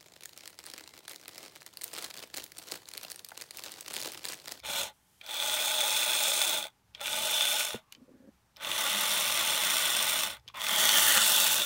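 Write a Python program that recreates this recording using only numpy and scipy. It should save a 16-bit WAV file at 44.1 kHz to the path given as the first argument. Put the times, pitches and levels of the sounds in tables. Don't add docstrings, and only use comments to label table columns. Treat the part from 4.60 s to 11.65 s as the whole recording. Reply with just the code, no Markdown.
import sys
import numpy as np
from scipy import signal
from scipy.fft import rfft, irfft, next_fast_len
from scipy.io import wavfile
from scipy.ndimage import uniform_filter1d, map_coordinates

SR = 44100
rng = np.random.default_rng(int(sys.argv[2]) if len(sys.argv) > 2 else 0)


def transcribe(u):
    v = np.clip(np.atleast_2d(u).T, -1, 1)
    q = np.round(v * 32767).astype(np.int16)
    wavfile.write(sys.argv[1], SR, q)


def ratio_of_db(decibels):
    return 10 ** (np.asarray(decibels, float) / 20)


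N = 310921
T = np.arange(N) / SR

# (wheels grip [s], power off [s], standstill [s], spin-up time [s], free-spin speed [0-1])
RUNS = [
    (0.027, 0.199, 0.32, 0.21, 0),
    (0.658, 1.952, 2.1, 0.22, 0.03),
    (2.393, 2.996, 3.213, 0.18, 0.01),
    (3.996, 5.603, 5.792, 0.24, 0.01),
    (5.937, 6.96, 7.355, 0.25, 0),
]
# (shell at full speed [dB], then re shell: boom, chassis, fizz [dB])
FACING = [(-31.5, -7.5, -8, 1.5), (-31, -10.5, -9.5, -1), (-30, -10.5, -9, -0.5), (-32.5, -11, -5, 0.4),
          (-27.5, -12, -5, 2)]
# (frequency [Hz], width [Hz], level [dB])
BODY_MODES = [
    [(620, 67, -18), (882, 36, -3.5), (1210, 25, -3), (1470, 81, -3), (2350, 110, 0), (3480, 250, 0.5),
     (4100, 55, 1.5)],
    [(334, 8.1, -4), (611, 45, 3), (855.6, 31, 4.5), (1208, 37, -6.5), (1467, 64, -2), (2460, 300, -5.5),
     (3470, 140, 2)],
    [(622, 39, -0.5), (871, 25, 1.5), (1215, 48, -6.5), (1468, 46, -1.0), (2340, 200, -6.0),
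     (3510, 90, 3.0)] + [(344, 30, -24)],
    [(208, 47, -15.5), (637, 48, -6.5), (867.0, 25, -1.5), (1183, 116, -8.0), (1477, 31, -3.0),
     (1970, 24, -10.0), (3490, 130, -1.5)] + [(331.6, 18, -13.0), (2700, 880, -16)],
    [(213.3, 49, -14.5), (640, 45, -9.0), (861, 30, -1.5), (1200, 116, -5.0), (1465, 54, -1),
     (1840, 75, -10.5)] + [(347, 31, -15), (3490, 180, -1.5), (4570, 140, -7.5)],
]
# (frequency [Hz], width [Hz], level [dB])
PLATE_BOOM = (198, 44, -22)
# (frequency [Hz], level [dB])
BROAD_BASE = [(60, -66), (150, -33), (400, -34), (560, -8.5), (1000, -29.5), (2000, -11), (3200, -8),
              (4500, -13.5), (8000, -14), (10000, -14), (12000, -18), (14000, -19.5), (16000, -17.5)]
# (frequency [Hz], width [Hz], gain [dB])
NOTCHES = [(992, 55, 5), (1678, 180, -4.5), (4825, 340, -7.5), (10240, 520, -5)]
EDGES_HZ = [130, 1000, 2300, 4800, 20000]
# (time [s], peak level [dB])
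SNAPS = [(0.058, -27), (0.0982, -35), (0.1658, -24), (0.6624, -35), (2.396, -36), (2.4575, -21),
         (2.4793, -21), (2.5298, -18.5), (2.808, -17), (3.0062, -15.5), (4.0, -39), (4.0467, -24),
         (4.115, -17), (6.008, -27), (6.0666, -19), (6.2912, -9.5), (6.331, -24)]
# (time [s], level over the rattle
# [dB])
BITES = [(-0.0005, 8), (0.1865, 1), (0.7424, 9.5), (0.8004, 9), (0.8241, 10), (0.8609, 6.5), (0.9224, 8),
         (0.971, 3), (1.014, 2), (1.023, 9), (1.1407, 4.3), (1.3063, 4.5), (1.4773, 5), (1.4944, 6),
         (1.532, 8), (1.551, 6), (1.6043, 8), (1.636, 8), (1.6428, 4), (1.6824, 7), (1.7175, 5.3),
         (1.8664, -2), (2.0254, 8), (2.4183, 2), (2.4351, 5), (2.6246, 1.5), (2.8378, 2.5), (2.8532, 9),
         (3.0529, 6.5), (3.1058, 10.5), (4.0239, 5.5), (4.2223, 2.5), (4.3478, 6), (4.5605, -6),
         (4.5724, 1), (4.5812, 2), (4.7748, 7), (4.8885, 5.1), (4.922, 4), (4.9769, 4.4), (5.0353, 7),
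         (5.1047, 4.3), (5.1676, 8.5), (5.2538, 4.7), (5.2598, 1), (5.3667, 4), (5.4264, 2), (5.4964, 7),
         (5.5344, -2), (5.59, 7), (5.6347, 9), (5.75, -4), (5.7679, 11), (6.1143, 6), (6.239, 8),
         (6.2538, 10), (6.4122, 1), (6.8669, 5), (6.9427, 7.5), (7.0188, 7.5),
         (0.2111, -6), (0.232, 6), (0.6716, -3), (0.7514, 3.5), (0.8771, 3.9), (0.8968, 9), (1.092, -2),
        (1.166, 3.6), (1.1887, 3.5), (1.206, 2), (1.24, -2), (1.2797, 6.5), (1.315, 3.7), (1.3634, 3.6),
        (1.431, 5), (1.753, 3.8), (1.8162, 10), (1.8247, 5), (1.931, 5), (1.942, 2), (1.9763, -4),
        (2.4699, 11), (2.656, 5), (2.7325, 2), (2.7806, 6), (2.9063, 5), (4.0957, 3.6), (4.1794, 2),
        (4.238, 6), (4.2648, 5.5), (4.3793, -1), (4.4082, 3), (4.4825, -3), (4.5243, -5), (4.6986, 3.7),
        (4.723, 6), (4.8095, 6.5), (4.8245, 7), (4.9053, 0), (5.1159, 3.7), (5.1382, 2), (5.1996, -2),
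        (5.2235, 1.5), (5.3255, 7), (5.3498, 7), (5.3903, 3.4), (5.4053, 2), (5.5574, 4.1), (5.6076, 3),
        (5.6726, 6), (5.948, 8), (6.0452, 6), (6.0931, 7), (6.1977, 5), (6.214, 3.8), (6.383, 6.5),
        (6.5728, 7), (6.5787, 10), (6.696, -2), (6.7497, 2)]
# (time [s], level over the rattle [dB])
TICKS = [(0.022, 4), (.036, 2), (0.049, 7), (.663, 7), (.692, 10), (0.709, 7.5), (2.04, 10.5), (2.053, 10),
         (2.068, 12.5), (2.081, 8), (2.102, 6), (2.112, 7), (2.378, 6.5), (2.407, 10), (2.413, 14),
         (3.018, 2), (3.072, 5), (3.131, 7), (3.152, 5.5), (3.16, 6), (3.171, -1.5), (4.01, 7.5),
         (4.016, -6), (4.032, -2), (5.703, 7.5), (5.743, -1), (5.783, 4), (5.899, 8), (5.911, 18),
         (5.956, 7), (5.971, -2), (6.0, -8), (6.017, 12), (6.038, 0.5)]
# (time [s], gain [dB])
NEARNESS = [(0, -0.3), (1.0, 0.43), (1.45, -0.3), (2.0, -1), (2.6, -1.34), (3.1, -1.8), (4.2, 1.4),
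            (4.9, 0), (5.7, 0), (5.95, -8), (6.12, 0.5), (6.3, 1.5), (6.55, 0), (6.8, -0.4), (7.05, -3.5)]
# (frequency [Hz], width [Hz], gain [dB])
LOBES = [
    [(6740, 600, 1.5), (8500, 640, 1), (10500, 500, -2), (12800, 600, -2)],
    [(2930, 440, -4), (5170, 370, 1.5), (5710, 310, -3.5), (6300, 1100, 1.5), (7700, 400, -2),
     (8500, 710, 3), (11300, 500, -0.5), (12600, 730, -0.5), (15500, 730, 3.5)],
    [(5130, 300, 2), (6250, 480, 1), (7570, 430, -1.5), (8700, 680, 2), (11400, 500, -0.5),
     (12300, 500, -1.5), (15800, 400, 1)],
    [(5550, 540, 1), (6640, 490, -1.5), (7900, 350, -3.5), (8860, 590, 2), (11600, 450, -3.5),
     (12400, 500, 1.5), (13330, 700, 4), (13200, 370, -7.5), (15400, 370, 1.5)],
    [(1450, 590, -1.5), (1830, 650, 3), (2500, 270, -0.5), (3010, 350, 3.5), (4480, 430, 1.5),
     (5770, 370, 0.5), (7800, 400, -0.5), (8360, 600, 0.5), (11500, 600, -1), (15300, 660, 3)],
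]
# (time [s], stretch [%])
SLIDE = [(0, 0), (.65, -5), (1.15, 0), (1.6, 1), (2.1, -2), (2.4, -3), (2.85, 0), (3.18, 8), (4.0, 10),
         (4.25, 5), (4.45, 2), (5, 0), (5.75, -2), (5.95, 13), (6.3, 3), (6.55, -5), (7.05, -12)]
# (time [s], half length [s], frequency [Hz], width [Hz], gain
# [dB])
COLOUR_SHIFTS = [(6.3, 0.17, 3200, 260, 8), (6.5, 0.058, 1870, 360, 8), (6.3, 0.09, 6000, 500, 7),
                 (6.58, 0.32, 12800, 8100, 6.5), (6.9, 0.34, 3680, 230, 6), (1.9, .3, 10000, 600, 6.5),
                 (2.45, .12, 16000, 500, 0.5), (7, 0.049, 3500, 380, 4.5), (6.6, .05, 13000, 7100, -8.5),
                 (1.7, 0.14, 7500, 3600, 4), (6.57, 0.045, 2900, 240, 3), (6.75, 0.058, 3400, 400, 6),
                 (6.36, 0.032, 1700, 440, 7.5), (6.9, 0.34, 1960, 500, -3), (6.58, 0.038, 1630, 530, 9),
                 (6.9, 0.052, 3600, 280, 1), (2.79, 0.12, 3300, 700, 3.5), (2.6, 0.16, 190, 250, 9),
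                 (2.0, .1, 200, 200, 9.5), (0.87, .3, 300, 200, -4.5), (4.1, 0.07, 300, 320, 7.5),
                 (7.0, 0.024, 350, 360, 9.5), (7.1, 0.058, 9000, 4000, -0.5), (5.3, 0.71, 2100, 470, 2.5),
                 (6.5, 0.12, 3100, 350, 0.5), (6.6, .1, 8500, 3400, 2.5), (6.6, 0.12, 4300, 1000, 2)]
# (time [s], peak level [dB],
# tick level [dB], edge level [dB], ring frequency [Hz])
SLACK = [(0.0001, -41, 5, -3, 2260), (.023, -47, -16, -20, 3600), (.036, -33, -15, -12, 3500),
         (0.6118, -31, -18, -13, 3230), (.6125, -34.5, -25, -25, 2350), (.663, -36, 2, 2, 3460),
         (.672, -40, 0, 2, 3500), (2.068, -46, -5, 6, 3500), (2.081, -48, -3, 5, 3620),
         (2.101, -62, 0, 5, 3600), (2.406, -42, 7, 7, 3500), (3.132, -48, 2, 7, 3670),
         (3.161, -50, -5, 4, 3600), (3.172, -50, -10, -6, 3650), (3.361, -63, 0, 3, 2400),
         (4.024, -38, 2, 0, 3400), (5.899, -38, -20, -28, 1110), (5.911, -55, -15, -22, 3420),
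         (5.943, -48, 2, 4, 3400), (5.957, -49, 2, 2, 3400), (2.3484, -28, -5, -18, 3280),
         (3.187, -56, 2, 3, 3470), (3.322, -63, -7, -5, 3980), (3.323, -31, 0, -1, 2900),
         (3.349, -38.5, -3, -18.5, 3070), (3.962, -42, -9, -10, 3050), (3.9676, -40, 3, -3, 3490),
         (5.7965, -56, 2, -3, 3450), (5.768, -48, -5, 6, 3440), (5.878, -28.5, -7, -15, 3130),
         (5.8845, -32, -6, -11, 3380)]
# (time [s], level [dB], frequency [Hz])
LURCH = [
    (0.035, -51, 900),
    (2.396, -57, 1130),
    (3.997, -46, 1250),
    (5.938, -39, 1040),
]
# (time [s], peak level [dB])
KNOCK = [
    (3.144, -18.5),
    (3.152, -37),
    (5.86, -52),
]
# (frequency [Hz], level [dB], 60 dB decay time [s])
PLATE = [(126, -2, 0.053), (226, 1, 0.069), (464, 19.5, 0.014), (570, -8, 0.025)]
# (time [s], level [dB], ring frequency [Hz])
CREAK = [(3.33, -63.5, 245), (3.43, -58, 252), (3.458, -58, 250), (3.518, -48, 265), (3.596, -60.5, 254),
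         (3.688, -45.5, 205), (3.72, -88, 204)]
# (time [s], peak level [dB], upper ring level [dB])
SLIPS = [(3.38, -47, -20), (3.416, -39.5, -17), (3.479, -48, 2), (3.489, -49.5, 6), (3.509, -46.5, -16),
         (3.54, -41, -17), (3.601, -42, -10.5), (3.623, -52, 5), (3.638, -45.5, -4), (3.675, -48, -11),
         (3.706, -65, -11)]
# (start [s], end [s], first level [dB], last level [dB])
RUB = [
    (0.31, 0.644, -76, -68),
    (3.21, 3.56, -69.5, -81),
    (3.5, 3.725, -80, -78),
]
# (frequency [Hz], width [Hz], level [dB])
RUB_TONE = [(9100, 13000, -3), (3120, 370, -3)], [(1120, 140, -1), (2630, 770, -20)], [(1710, 440, 0)]
# (frequency [Hz], density [dB per Hz])
AIR = [(100, -18), (190, -8), (230, -15.5), (520, -22), (720, -21), (830, -13.5), (950, -18), (2500, -25),
       (4900, -28), (5800, -27.5), (7000, -30), (11000, -32), (14500, -33.5), (15800, -38)]
# (frequency [Hz], density [dB per Hz])
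RUMBLE = [(15, -45), (28, -28), (40, -13), (65, 7), (85, -1), (120, 3), (170, -25), (300, -63.5)]
# (time [s], half length [s], rumble level [dB])
HANDLING = [(0.123, 0.13, -59), (0.973, 0.18, -69), (1.327, 0.065, -68), (2.5, 0.27, -68),
            (3.12, 0.077, -72), (4.096, 0.18, -67), (4.698, .3, -65), (5.032, 0.085, -66), (5.8, 0.82, -66),
            (6.528, 0.1, -56), (7.0, 0.16, -64)]

SHELL_POWER, BOOM_POWER, CHASSIS_POWER, FIZZ_POWER = 0.72, 0.51, 0.57, 1
CHASSIS_DB_PER_STRETCH = 0.1556
LEAD_S, GRIP_S = 0.034, 0.0099
COAST_POWER, CHATTER_DB = 1.82, 3
SETTLE_S, SETTLE_SPEED = 0.007, 0.003
SLOW_SPEED = 0.3
CATCH_S, CATCH_DB = 0.00056, -1.5
SWAY_S, SWAY_RATE = 0.00035, 40
SPARK_RATE, SPARK_S, SPARK_DB, SPARK_HZ = 60, 0.0003, -10.5, 11000
SNAP_HZ, SNAP_BRIGHTER, SNAP_T60_S = 5500, 0.45, 0.008
STIR_S, STIR_DB = 0.012, -36
SHAFT_S, SHAFT_HZ, SHAFT_HZ_PER_S, SHAFT_SPAN_S = 4.37, 205, 230, 0.31
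TRACK_MODE_WIDTH_HZ, SHAFT_DB = 15, -44
HUM_FROM_S, HUM_DB, HUM_FADE_DB_PER_S = 4.05, -61, 1
ROOM_DB, HUSH_DB = -76.5, -71.5
TOP_HZ = 15920


def unit(x):
    return x / np.sqrt(np.mean(x ** 2) + 1e-20)


def along(points, hz):
    f, v = np.transpose(points)
    return np.interp(np.log(hz + 1), np.log(f + 1), v)


def curves(rows, t):
    s, *cols = np.transpose(rows)
    return [np.interp(t, s, c) for c in cols]


def wobble(rate, size):
    knots = rng.standard_normal(int(size * rate / SR) + 4)
    return map_coordinates(knots, [np.arange(size) * rate / SR])


def noise_like(x):
    return rng.standard_normal(len(x))


def decaying_sine(t, hz, t60):
    return ratio_of_db(-60 * t / t60) * np.sin(2 * np.pi * hz * t)


def filtered(x, gain):
    m = 2 * next_fast_len(len(x) // 2 + 4096)
    cep = irfft(np.log(gain(np.fft.rfftfreq(m, 1 / SR)) + 1e-6), m)
    cep[1:m // 2] *= 2
    cep[m // 2 + 1:] = 0
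    return irfft(rfft(x, m) * np.exp(rfft(cep)), m)[:len(x)]


def bell(hz, centre, width):
    return 1 / (1 + (2 * (hz - centre) / width) ** 2)


def add(track, s, sound):
    part = track[max(round(s * SR), 0):][:len(sound)]
    part += sound[:len(part)]


def truck():
    out = np.zeros(N)
    for run, facing, modes, lobes in zip(RUNS, FACING, BODY_MODES, LOBES):
        grip, off, stop, *spin = run
        full_db, boom_db, chassis_db, fizz_db = facing
        end = stop + 3 * SETTLE_S
        t = T[(T > grip - LEAD_S) & (T < end)]
        v = speed(t, grip, off, stop, *spin)
        level_db = full_db + curves(NEARNESS, t)[0]
        drive = teeth(t, v, level_db + 20 * SHELL_POWER * np.log10(v), full_db=-37.0)
        sound = interference(filtered(drive, body(modes)), t, lobes)
        boom, chassis, shell, fizz = bands(sound)
        contact = unit(ratio_of_db(0.6 * wobble(90, len(t)) + 1.9 * wobble(350, len(t))))
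        fizz = contact * fizz + ratio_of_db(SPARK_DB) * arcs(len(t))
        chassis_db = chassis_db + CHASSIS_DB_PER_STRETCH * curves(SLIDE, t)[0]
        fizz_db = fizz_db + CHATTER_DB * np.clip((t - off) / (stop - off), 0, 1)
        mix = ratio_of_db(boom_db) * v ** BOOM_POWER * boom
        mix = mix + ratio_of_db(chassis_db) * v ** CHASSIS_POWER * chassis
        mix = mix + v ** SHELL_POWER * shell
        mix = mix + ratio_of_db(fizz_db) * v ** FIZZ_POWER * fizz
        fade = np.clip(np.minimum(t - t[0], end - t) / 0.016, 0, 1)
        add(out, t[0], ratio_of_db(level_db) * mix * fade)
        for s, db in SNAPS:
            if t[0] < s < t[-1]:
                add(out, s, ratio_of_db(db) * hard_blow(db, modes))
    return out


def speed(t, grip, off, stop, spin_up_s, free):
    pulled = np.clip(np.minimum(t, off) - grip, 0, None)
    up = (1 - np.exp(-pulled / spin_up_s)) * (1 - np.exp(-pulled / GRIP_S))
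    coast = np.clip((stop - np.maximum(t, off)) / (stop - off), 0, 1) ** COAST_POWER
    settle = SETTLE_SPEED * np.exp(-np.abs(t - stop) / SETTLE_S)
    return np.maximum(up, free) * coast + settle + 1e-5


def teeth(t, v, level_db, full_db):
    size = len(t)
    rate = np.clip(900 * ratio_of_db(level_db - full_db), 420, 3000)
    size_db = np.clip(5 * rng.standard_normal(size), -12, 5)
    blows = (rng.random(size) < rate / SR) * ratio_of_db(size_db) ** 2 * SR / rate
    decay = T[:600] * np.exp(-T[:600] / 0.00063)
    power = np.abs(signal.fftconvolve(blows, decay)[:size])
    sliding = 0.45 + 0.4 * np.clip(1 - v / SLOW_SPEED, 0, 1)
    catches = np.zeros(size)
    u = T[:600] / CATCH_S
    for s, db in [*BITES, *TICKS]:
        if t[0] < s < t[-1]:
            add(catches, s - t[0], ratio_of_db(db + CATCH_DB) ** 2 * u * np.exp(1 - u))
    swell = ratio_of_db(0.037 * wobble(16.1, size) + 0.09 * wobble(59.86, size))
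    total = sliding + (1 - sliding) * power / power.mean() + catches
    return swell * np.sqrt(total) * rng.standard_normal(size)


def body(modes):
    def gain(hz):
        peaks = sum(ratio_of_db(db) ** 2 * bell(hz, c, w) for c, w, db in [*modes, PLATE_BOOM])
        dips_db = sum(db * bell(hz, c, w) for c, w, db in NOTCHES)
        return np.sqrt(peaks + ratio_of_db(along(BROAD_BASE, hz)) ** 2) * ratio_of_db(dips_db)
    return gain


def interference(x, t, lobes):
    hz, s, z = signal.stft(x, SR, nperseg=256)
    hz, s = hz[:, None], s + t[0]
    stretch = 1 + curves(SLIDE, s)[0] / 100
    gain_db = np.zeros(z.shape)
    for c, w, db in lobes:
        centre = c * (stretch if c < 15000 else 1)
        gain_db += 2 * db * bell(hz, centre, 1.45 * w) ** 2
    for at, half, c, w, db in COLOUR_SHIFTS:
        gain_db += db * bell(hz, c, w) * np.exp(-((s - at) / half) ** 2)
    field = uniform_filter1d(rng.standard_normal(z.shape), size=5, axis=0)
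    field = uniform_filter1d(field, size=20, axis=1)
    gain_db += 0.7 * unit(field) * (hz > 1500)
    return signal.istft(z * ratio_of_db(gain_db), SR, nperseg=256)[1][:len(x)]


def bands(sound):
    size = len(sound)
    spec, hz = rfft(sound), np.fft.rfftfreq(size, 1 / SR)
    below = [1 / (1 + (hz / edge) ** 16) for edge in EDGES_HZ]
    parts = [unit(irfft(spec * (hi - lo), size)) for lo, hi in zip(below, below[1:])]
    rocked = np.arange(size) + SR * SWAY_S * wobble(SWAY_RATE, size)
    parts[:2] = [map_coordinates(p, [rocked], mode="nearest") for p in parts[:2]]
    return parts


def arcs(size):
    jumps = (rng.random(size) < SPARK_RATE / SR) * ratio_of_db(3.7 * rng.standard_normal(size))
    shape = np.abs(signal.fftconvolve(jumps, T[:200] * np.exp(-T[:200] / SPARK_S))[:size])
    return unit(filtered(shape * rng.standard_normal(size), lambda f: f ** 4 / (f ** 4 + SPARK_HZ ** 4.0)))


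def hard_blow(db, modes):
    t = T[:2000]
    top = SNAP_HZ * ratio_of_db(SNAP_BRIGHTER * (db + 16))
    radiation = body(modes)
    dull = lambda f: radiation(f) / (1 + (f / top) ** 2) * f ** 2 / (f ** 2 + 2000 ** 2)
    burst = ratio_of_db(-60 * t / SNAP_T60_S) * (1 - np.exp(-t / 0.0016)) * noise_like(t)
    blow = filtered(burst, dull)
    return blow / np.abs(blow).max()


def decaying_noise(t, t60, gain):
    return unit(filtered(noise_like(t), gain)) * ratio_of_db(-60 * t / t60)


def slack():
    out, t = np.zeros(N), T[:4000]
    touch_gain = lambda f: bell(f, 4400, 4700) ** 2 * f ** 4 / (f ** 4 + 1900.0 ** 4)
    touch = filtered(1.0 * (t == 0), touch_gain)
    touch = touch / np.abs(touch).max()
    for s, db, tick_db, edge_db, hz in SLACK:
        ring = decaying_sine(t, hz, 0.018) + 0.24 * decaying_sine(t, 2406, 0.032)
        ring = ring + 0.5 * decaying_noise(t, 0.013, lambda f: bell(f, 3580, 2200) ** 2)
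        tick = 0.87 * decaying_noise(t, 0.01, lambda f: bell(f, 5560, 3560) ** 2)
        tick = ratio_of_db(tick_db) * (tick + 0.64 * decaying_sine(t, 5180, 0.0094))
        edge = ratio_of_db(edge_db) * decaying_noise(t, 0.012, lambda f: f ** 8 / (f ** 8 + 5300.0 ** 8))
        after = ratio_of_db(-17.5) * decaying_noise(t, 0.058, lambda f: bell(f, 2500, 3500))
        add(out, s, ratio_of_db(db - 2.5) * (ring + tick + edge + after) * (1 - np.exp(-t / 0.001)))
        add(out, s + 0.0008, ratio_of_db(db + tick_db - 4.5) * touch)
        stir = decaying_noise(t, 1, lambda f: bell(f, 2900, 2500))
        stir = (t < STIR_S) * np.sqrt(t / STIR_S) * stir
        add(out, s - STIR_S, ratio_of_db(db + STIR_DB) * stir)
    return out


def lurch():
    out, t = np.zeros(N), T[:4000]
    for s, db, hz in LURCH:
        jolt = decaying_noise(t, 0.57, lambda f: bell(f, hz, 300) + 0.39 * bell(f, 2500, 1300))
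        add(out, s, ratio_of_db(db) * jolt * (1 - np.exp(-t / 0.011)))
    return out


def knock():
    out, t = np.zeros(N), T[:8000]
    for s, db in KNOCK:
        ring = sum(ratio_of_db(g) * decaying_sine(t, hz, t60) for hz, g, t60 in PLATE)
        crack = ratio_of_db(-16) * decaying_noise(t, 0.012, lambda f: bell(f, 1400, 2200))
        add(out, s - 0.001, ratio_of_db(db) * crack)
        add(out, s, ratio_of_db(db - 11) * ring * (1 - np.exp(-t / 0.0049)))
    return out


def creak():
    out, t = np.zeros(N), T[:8000]
    for s, db, upper_db in SLIPS:
        low = decaying_sine(t, curves(CREAK, s)[1], 0.099)
        upper = ratio_of_db(upper_db) * decaying_sine(t, 530, 0.05)
        add(out, s, ratio_of_db(db - 4) * (low + upper) * (1 - np.exp(-t / 0.002)))
    small = (rng.random(N) < 220 / SR) * ratio_of_db(5.6 * rng.random(N)) * np.sign(noise_like(T))
    ringing = lambda f: bell(f, 255, 120) + 0.42 * bell(f, 530, 140) + 0.19 * bell(f, 350, 250)
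    groan = unit(filtered(small, ringing))
    inside = (T > CREAK[0][0]) & (T < CREAK[-1][0])
    return out + inside * ratio_of_db(curves(CREAK, T)[0] - 7.5) * groan


def rub():
    out = np.zeros(N)
    for (start, end, first_db, last_db), tone in zip(RUB, RUB_TONE):
        touch = np.clip(np.minimum(T - start, end - T) / 0.028, 0, 1)
        hiss = filtered(noise_like(T), lambda f: sum(ratio_of_db(db) * bell(f, c, w) for c, w, db in tone))
        level_db = np.interp(T, [start, end], [first_db, last_db])
        level_db = level_db + 0.89 * wobble(40, N) + 1.5 * wobble(12, N)
        out = out + touch * ratio_of_db(level_db) * unit(hiss)
    return out


def walls(x):
    t = T[:SR // 4]
    tail = ratio_of_db(-60 * t / 0.09) * noise_like(t)
    tail = np.pad(tail / np.linalg.norm(tail), (300, 0))
    return signal.fftconvolve(x, tail)[:N]


def shaft():
    hz = SHAFT_HZ + SHAFT_HZ_PER_S * (T - SHAFT_S)
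    crossing = (np.abs(T - SHAFT_S) < SHAFT_SPAN_S) * bell(hz, SHAFT_HZ, TRACK_MODE_WIDTH_HZ)
    return crossing * ratio_of_db(SHAFT_DB + 1.5 * wobble(28.4, N)) * np.sin(2 * np.pi * np.cumsum(hz) / SR)


def hum():
    on = np.clip((T - HUM_FROM_S) / 0.08, 0, 1)
    level_db = HUM_DB - 5.5 - HUM_FADE_DB_PER_S * (T - HUM_FROM_S) + 0.7 * wobble(9.5, N)
    return on * ratio_of_db(level_db) * np.sin(2 * np.pi * 120 * T)


def room():
    air = unit(filtered(noise_like(T), lambda f: ratio_of_db(along(AIR, f))))
    low = unit(filtered(noise_like(T), lambda f: ratio_of_db(along(RUMBLE, f))))
    shifts = sum(ratio_of_db(db) ** 2 * np.exp(-2 * ((T - s) / half) ** 2) for s, half, db in HANDLING)
    rumble = np.sqrt(ratio_of_db(ROOM_DB) ** 2 + shifts) * ratio_of_db(1.1 * wobble(7.1, N)) * low
    return ratio_of_db(HUSH_DB + 0.68 * wobble(44, N)) * air + rumble


def scene():
    near = truck() + slack() + lurch() + knock() + creak() + rub()
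    return (near + ratio_of_db(-16) * walls(near) + shaft() + hum() + room())[None]


def roll_off(x):
    return signal.sosfilt(signal.butter(12, 17110, fs=SR, output="sos"), x)


def record(dry):
    edge = np.clip((TOP_HZ - np.fft.rfftfreq(N, 1 / SR)) / 200, 0, 1)
    kept = irfft(rfft(dry) * np.sin(edge * np.pi / 2) ** 2, N)
    return roll_off(kept)


dry = scene()
out = record(dry)
transcribe(out)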